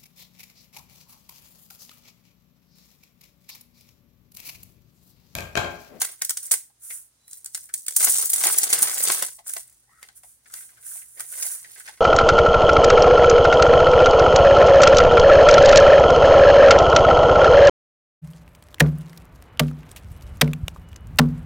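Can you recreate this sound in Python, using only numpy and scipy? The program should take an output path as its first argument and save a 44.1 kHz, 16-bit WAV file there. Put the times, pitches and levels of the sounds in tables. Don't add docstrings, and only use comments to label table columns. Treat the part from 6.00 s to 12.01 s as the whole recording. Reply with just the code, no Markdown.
import sys
import numpy as np
from scipy import signal
from scipy.fft import rfft, irfft
from scipy.io import wavfile
from scipy.ndimage import uniform_filter1d

SR = 44100
rng = np.random.default_rng(int(sys.argv[2]) if len(sys.argv) > 2 else 0)


def inscribe(sig):
    pcm = np.round(np.clip(np.atleast_2d(sig).T, -1, 1) * 32767)
    wavfile.write(sys.argv[1], SR, pcm.astype(np.int16))


N = 264864

# (frequency [Hz], relative level [dB])
AIR_SPECTRUM = [(25, -30.5), (60, -11.5), (130, -11), (260, -15), (500, -22.5), (1000, -29), (6000, -31.5),
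                (16000, -37)]
# (frequency [Hz], middle level before the waver [dB])
MAINS_HUM = [(59.5, -69), (120, -69)]
# (time [s], level [dB], fold ring against the snap [dB])
CREASE_SNAPS = [(0.017, 0, -14), (0.0494, -10, -15), (0.2181, -2, -17.5), (0.2473, -5, -42),
                (0.2946, 1, -28.5), (0.306, -8, -11.5), (0.371, -4, -27), (0.512, 0.5, -24),
                (0.517, 5, -31), (0.5387, -3, -21), (1.28, -29, -27), (1.312, -24.5, -36),
                (1.332, -17, -29), (1.4452, -17, -40), (1.4586, -10.5, -24), (1.5478, -2.5, -27.5),
                (1.577, -21, -11.5), (1.7396, -3.5, -36), (1.865, -11.5, -27), (1.8825, -3, -35),
                (1.9088, -13.5, -27), (1.923, -15.5, -20), (1.964, 2, -22.5), (2.0057, -3, -24.5),
                (2.028, -6, -30), (2.0972, -5.5, -37), (2.1595, -6, -40), (2.182, -5, -38),
                (2.197, -5.5, -31), (2.224, -6.5, -25.5), (2.256, -5, -29), (2.2961, -2.5, -32),
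                (2.3333, 1, -23.5), (2.36, -7, -18.5), (2.4118, -6.5, -20), (2.4383, -5, -14),
                (2.4545, -10.5, -19), (2.468, -1.5, -30), (2.526, -8, -24), (2.544, -9.5, -26.5),
                (2.584, 0.5, -28.5), (2.6325, 2, -24), (2.702, -7, -28), (2.729, 5, -19.5),
                (2.822, -4, -20), (2.828, 2, -20.5), (2.8965, -14, -14), (2.914, -9, -28.5),
                (2.942, -13.5, -37), (2.979, -10.5, -30.5), (3.005, -14.5, -11), (3.0264, -6.5, -31.5),
                (3.037, -7, -25.5), (3.0528, -9, -13), (3.0742, -8, -12), (3.0845, -4.5, -25),
                (3.1008, -6.5, -7.5), (3.12, -5.5, -18.5), (3.134, -9.5, -21.5), (3.147, -9.5, -20),
                (3.2236, -3, -15.5), (3.465, -29, -6.5), (3.495, -12, -33.5), (3.536, -15, -17.5),
                (3.5662, -11, -12.5), (4.029, -29, -3.5), (4.088, -40.5, 5), (4.234, -31, -10.5),
                (4.539, -13, -20), (5.1956, -12.5, -23), (5.2054, -11.5, -18.5), (5.4252, -4, -26),
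                (5.799, -23.5, -22)]
# (peak time [s], rise [s], fall [s], fibre level [dB], fold level [dB])
SHEET_PULLS = [(0.016, 0.093, 0.13, -28.5, -42), (0.45, 0.25, 0.13, -34.5, -62),
               (0.52, 0.014, 0.086, -27.5, -50), (1.33, 0.064, 0.11, -41, -68), (1.6, 0.17, 0.13, -40, -74),
               (1.77, 0.044, 0.13, -36.5, -74), (3.47, 0.02, 0.19, -33, -55.5),
               (3.57, 0.02, 0.058, -32.5, -59), (3.7, 0.043, 0.51, -58.5, -82.5),
               (4.04, 0.064, 0.12, -56, -63.5), (4.55, 0.099, 0.18, -40.5, -59.5),
               (4.9, 0.36, 0.17, -54, -67), (5.202, 0.03, 0.067, -39, -51.5),
               (5.44, 0.15, 0.17, -27.5, -50.5), (5.79, 0.28, 0.066, -42, -56.5),
               (5.885, 0.12, 0.16, -45.5, -54.5)]
# (time [s], fibre level [dB], fold level [dB])
LONG_TEAR = [(1.88, -47, -72), (1.95, -32, -71), (2.016, -15.5, -35.5), (2.24, -21, -47), (2.28, -28, -56),
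             (2.48, -18, -33), (2.6, -24, -45), (2.66, -27, -43.5), (2.72, -21.5, -39), (2.86, -26, -41),
             (3.122, -22, -40), (3.208, -27.5, -42), (3.24, -26.5, -40), (3.354, -43.5, -78),
             (3.42, -59.5, -84)]
# (frequency [Hz], gain [dB])
FIBRE_COLOUR = [(300, -76), (1500, -20), (2000, -13), (2500, -18), (4500, -13.5), (6500, -8.5),
                (9000, -3.5), (12000, -9), (16000, -4.5)]
# (frequency [Hz], width [Hz], gain while taut and tearing [dB], gain while crumpled [dB])
FOLD_RINGS = [(165, 360, -7.5, -9.5), (297, 160, 4.5, -2), (456, 210, 8, 5.5), (748, 200, 7.5, 4),
              (1060, 850, 6.5, 4.5), (1560, 210, 2.5, 7.5), (1980, 170, 11, 15.5), (3050, 2700, 5, 1)]
# (time [s], level [dB], centre [Hz])
POCKET_KNOCKS = [(0.217, -32, 2010), (0.514, -30.5, 470), (0.7, -60, 800), (0.906, -35.5, 2120),
                 (1.693, -45.5, 1520), (2.454, -27, 343), (2.456, -23.5, 784), (2.726, -28, 296),
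                 (2.818, -29, 245), (2.835, -37, 89), (3.096, -29.5, 320), (3.22, -31.5, 520),
                 (3.389, -41, 740), (3.494, -41.5, 1570), (3.565, -34, 697), (4.03, -43, 2010),
                 (4.088, -52.5, 800), (4.236, -46.5, 744), (4.46, -48, 1710), (4.502, -51, 1400),
                 (4.538, -43.5, 1460), (4.608, -50, 1770), (4.691, -52.5, 1600), (4.773, -52.5, 1610),
                 (4.865, -52, 1510), (4.915, -50, 1520), (4.956, -47.5, 754), (4.975, -51, 2080),
                 (5.02, -48, 1940), (5.175, -47, 1950), (5.197, -40.5, 1220), (5.324, -43, 1550),
                 (5.338, -42.5, 1940), (5.426, -46, 2040), (5.452, -42, 1900), (5.454, -41.5, 660),
                 (5.647, -39, 1920), (5.762, -45, 1640), (5.804, -41, 1660), (5.878, -34, 1780),
                 (5.888, -37.5, 850)]
# (time at full [s], rise [s], fall [s], level [dB], hold [s])
FINGER_STROKES = [(0.84, 0.038, 0.052, -38, 0.041), (0.91, 0.024, .11, -33, 0.032),
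                  (4.165, 0.017, 0.027, -43.5, 0.015), (4.25, 0.043, 0.12, -48, 0.039),
                  (4.55, 0.02, 0.16, -37, 0.021), (4.87, 0.051, 0.098, -33.5, 0.099),
                  (5.1, 0.11, 0.087, -56.5, 0.057), (5.43, 0.29, 0.1, -29.5, 0.099)]
# (frequency [Hz], gain [dB])
POWDER_COLOUR = [(300, -48), (1500, -15), (3200, -21.5), (4500, -22.5), (6000, -13), (9500, -2),
                 (12000, -5), (16000, -5)]
# (time at full [s], rise [s], fall [s], level [dB], hold [s])
FAINT_TONE = [(1.29, 0.087, .1, -67, 0.028)]
# (time [s], level [dB])
LOW_RUMBLE = [(2.3, -92), (3, -65), (6.1, -76)]
# (time at full [s], rise [s], fall [s], level [dB], hold [s])
FINGERTIP_DRAGS = [(3.9, 0.033, 0.068, -61.5, 0.11), (5.18, 0.038, .04, -55.5, 0.055),
                   (5.33, 0.08, 0.037, -58, 0.122)]
# (time [s], frequency [Hz])
DRAG_PITCH = [(3.879, 799), (3.951, 1396), (5.15, 480), (5.3, 625), (5.42, 503)]
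# (time [s], left minus right [dB])
HAND_PLACE = [(0, 0.5), (2, 2.5), (4.2, 1.4), (6, -0.5)]
# (frequency [Hz], gain [dB])
LEFT_PORT = [(300, -11), (1300, -2), (2500, -4), (6500, 2.5), (8200, 6.5), (9500, -0.5), (14800, 2),
             (16000, -1.5)]
RIGHT_PORT = [(300, -11.5), (1300, -5.5), (2500, -4.5), (6500, 4.5), (8200, 2.5), (9400, 13), (10800, 3),
              (13000, -1.5), (16000, -17.5)]

ALIKE_HZ = 1100
PULL_LAW, STROKE_LAW = 1.44, 1.35
SNAP_RISE_S, SNAP_HOLD_S = 0.0023, 0.002
SNAP_FADE_S, FADE_S_PER_DB = 0.034, 0.0016
SNAP_CORE = 0.28
CREST_DB = 12.5
KNOCK_HZ, KNOCK_RISE_S, KNOCK_FADE_S = 700, 0.007, 0.072
KNOCK_WIDTH = 0.43


def undb(db):
    return 10 ** (np.asarray(db) / 20)


def unit(x):
    return x / np.sqrt(np.mean(x ** 2))


def colour(x, table, size=4096):
    hz, db = np.transpose(table)
    grid = np.maximum(np.arange(size // 2 + 1) * SR / size, 1)
    log_gain = np.log(undb(np.interp(np.log(grid), np.log(hz), db)))
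    cepstrum = irfft(log_gain, size)
    cepstrum[1:size // 2] *= 2
    cepstrum[size // 2 + 1:] = 0
    taps = irfft(np.exp(rfft(cepstrum)), size)[:size // 2]
    return signal.oaconvolve(x, taps[None], axes=1)[:, :N]


def butter(x, order, hz, kind="low"):
    return signal.sosfilt(signal.butter(order, hz, kind, fs=SR, output="sos"), x)


def band(x, hz, width_hz):
    return signal.lfilter(*signal.iirpeak(hz, hz / width_hz, SR), x)


def double_band(x, hz, width_hz):
    return band(band(x, hz, width_hz), hz, width_hz)


def held(count, size):
    steps = np.repeat(rng.standard_normal(count // size + 1), size)[:count]
    return uniform_filter1d(steps, size // 2)


def pair(share=0., lag=0.):
    shared, own = rng.standard_normal(N), rng.standard_normal((2, N))
    shift = np.round(lag * held(N, size=2048)).astype(int)
    late = shared[np.clip(np.arange(N) + shift, 0, N - 1)]
    treble = np.sqrt(share) * np.array([shared, late]) + np.sqrt(1 - share) * own
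    return treble + butter(shared - treble, 2, ALIKE_HZ)


def grain(spread_db, per_s, fade_s):
    hit = rng.random(N) < per_s / SR
    size = np.minimum(rng.exponential(size=N), 4)
    power = signal.lfilter([1], [1, -np.exp(-1 / (fade_s * SR))], hit * undb(2 * spread_db * size))
    return np.sqrt(power / (uniform_filter1d(power, SR // 8) + 1e-12))


def burst(s, fade_s, rise_s, hold_s=0.):
    t = np.arange(SR // 4) / SR
    start = max(int((s - rise_s) * SR), 0)
    rise = np.minimum(t / rise_s, 1) ** 2
    fade = undb(-60 * np.maximum(t - rise_s - hold_s, 0) / max(fade_s, .005))
    return start, (rise * fade)[:N - start]


def track(rows, column=1):
    rows = np.array(rows)
    db = np.interp(np.arange(N) / SR, rows[:, 0], rows[:, column], left=-200, right=-200)
    return uniform_filter1d(undb(db), SR // 200)


def swells(rows, law, column=3, hold=None):
    out, t = np.zeros(N), np.arange(N) / SR
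    for row in rows:
        end = row[0] + (max(row[hold], 0) if hold else 0)
        away = np.maximum(np.maximum((row[0] - t) / row[1], (t - end) / row[2]), 0)
        out += undb(row[column] - 20 * np.minimum(away, 9) ** law)
    return out


def room_air():
    return undb(-65.5) * unit(colour(pair() * undb(1.5 * held(N, size=2048)), AIR_SPECTRUM))


def mains_hum():
    t = np.arange(N) / SR
    return sum(np.sqrt(2) * undb(db + 3.3 * held(N, size=4096)) * np.sin(2 * np.pi * hz * t)
               for hz, db in MAINS_HUM)


def fibres(x, scatter_db):
    coarse, below_fine = butter(x, 2, 6000), butter(x, 2, 11000)
    ends = sum(part * undb(scatter_db * held(N, size=512)) for part in (coarse, x - below_fine))
    return colour(ends + below_fine - coarse, FIBRE_COLOUR)


def folds(x, scatter_db, taut=False):
    out = 0
    for hz, width_hz, taut_db, slack_db in FOLD_RINGS:
        db = np.where(taut, taut_db, slack_db) + scatter_db * held(x.shape[1], size=1024)
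        out = out + band(x * undb(db), hz, width_hz)
    return out


def snaps():
    bright, dull = np.zeros(N), np.zeros(N)
    ragged = grain(2.2, 900, .0004)
    for s, db, fold_db in CREASE_SNAPS:
        i, shape = burst(s, SNAP_FADE_S + FADE_S_PER_DB * db, SNAP_RISE_S, SNAP_HOLD_S)
        torn = shape * (SNAP_CORE + (1 - SNAP_CORE) * ragged[i:i + len(shape)])
        snap = unit(torn) * np.sqrt(np.mean(shape ** 2)) * undb(db - CREST_DB)
        bright[i:i + len(snap)] += snap
        dull[i:i + len(snap)] += snap * undb(fold_db)
    return bright, dull


def crackle():
    fine = (track(LONG_TEAR) + swells(SHEET_PULLS, PULL_LAW)) * grain(2.1, 800, .001)
    fine *= undb(0.89 * held(N, size=400))
    dull = track(LONG_TEAR, column=2) + swells(SHEET_PULLS, PULL_LAW, column=4)
    return fine, dull * grain(1.2, 190, 0.0041)


def paper():
    bright, snap_dull = snaps()
    fine, crackle_dull = crackle()
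    noise = pair(0.9, 6.)
    rustle = butter(fine * noise, 2, 4500, "high")
    fold_drive = (snap_dull + crackle_dull) * pair(0.77, 6.)
    taut = track(LONG_TEAR) > 1e-4
    return fibres(bright * noise + rustle, scatter_db=3) + folds(fold_drive, 3.95, taut)


def kitchen(x, t60_s=0.28, near_t60_s=0.091, far_db=-11, near_db=-7):
    t = np.arange(SR // 2) / SR
    near = unit(pair()[:, :len(t)] * undb(-60 * t / near_t60_s))
    far = unit(pair()[:, :len(t)] * undb(-60 * t / t60_s) * (t > .006))
    far = butter(far, 1, 3000, "high")
    taps = (undb(near_db) * near + undb(far_db) * far) / np.sqrt(len(t))
    return x + signal.oaconvolve(x, taps, axes=1)[:, :N]


def knocks():
    out, push = np.zeros((2, N)), pair(0.21, 2.7)
    for s, db, hz in POCKET_KNOCKS:
        slow = (KNOCK_HZ / hz) ** 0.15
        spill = 0.68 * min(hz / KNOCK_HZ, 1) ** 5
        i, shape = burst(s, KNOCK_FADE_S * slow, KNOCK_RISE_S * slow)
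        part = shape * push[:, i:i + len(shape)]
        ring = unit(double_band(part, hz, KNOCK_WIDTH * hz)) + spill * unit(folds(part, 3.0))
        out[:, i:i + len(shape)] += undb(db) * ring * np.sqrt(np.mean(shape ** 2) / 2)
    return out


def strokes():
    gain = swells(FINGER_STROKES, STROKE_LAW, hold=-1)
    return colour(gain * grain(1.0, 4500, 0.00073) * pair(0.17, 2.9), POWDER_COLOUR)


def faint_tone():
    gain = np.sqrt(2) * swells(FAINT_TONE, STROKE_LAW, hold=-1) * undb(4 * held(N, size=512))
    return gain * np.sin(2 * np.pi * 3975 * np.arange(N) / SR)


def rumble():
    return track(LOW_RUMBLE) * unit(double_band(pair(), 52, 40))


def drag():
    hz = np.interp(np.arange(N) / SR, *np.transpose(DRAG_PITCH))
    waver = unit(butter(rng.standard_normal(N), 2, 115))
    sliding = waver * np.sin(2 * np.pi * np.cumsum(hz) / SR)
    steady = unit(double_band(pair(0.49), 1910, 230))
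    return swells(FINGERTIP_DRAGS, STROKE_LAW, hold=-1) * (sliding + 0.8 * steady)


def scene():
    pan_db = np.interp(np.arange(N) / SR, *np.transpose(HAND_PLACE))
    hands = (paper() + knocks() + strokes() + drag()) * undb(np.array([pan_db, -pan_db]) / 2)
    return kitchen(hands) + room_air() + mains_hum() + faint_tone() + rumble()


def record(dry):
    dry = butter(dry, 1, 35, "high")
    ports = np.vstack([colour(dry[:1], LEFT_PORT), colour(dry[1:], RIGHT_PORT)])
    rounded = np.tanh(0.86 * ports) / 0.74
    return signal.sosfilt(signal.ellip(10, .2, 70, 15900, fs=SR, output="sos"), rounded)


dry = scene()
out = record(dry)
inscribe(out)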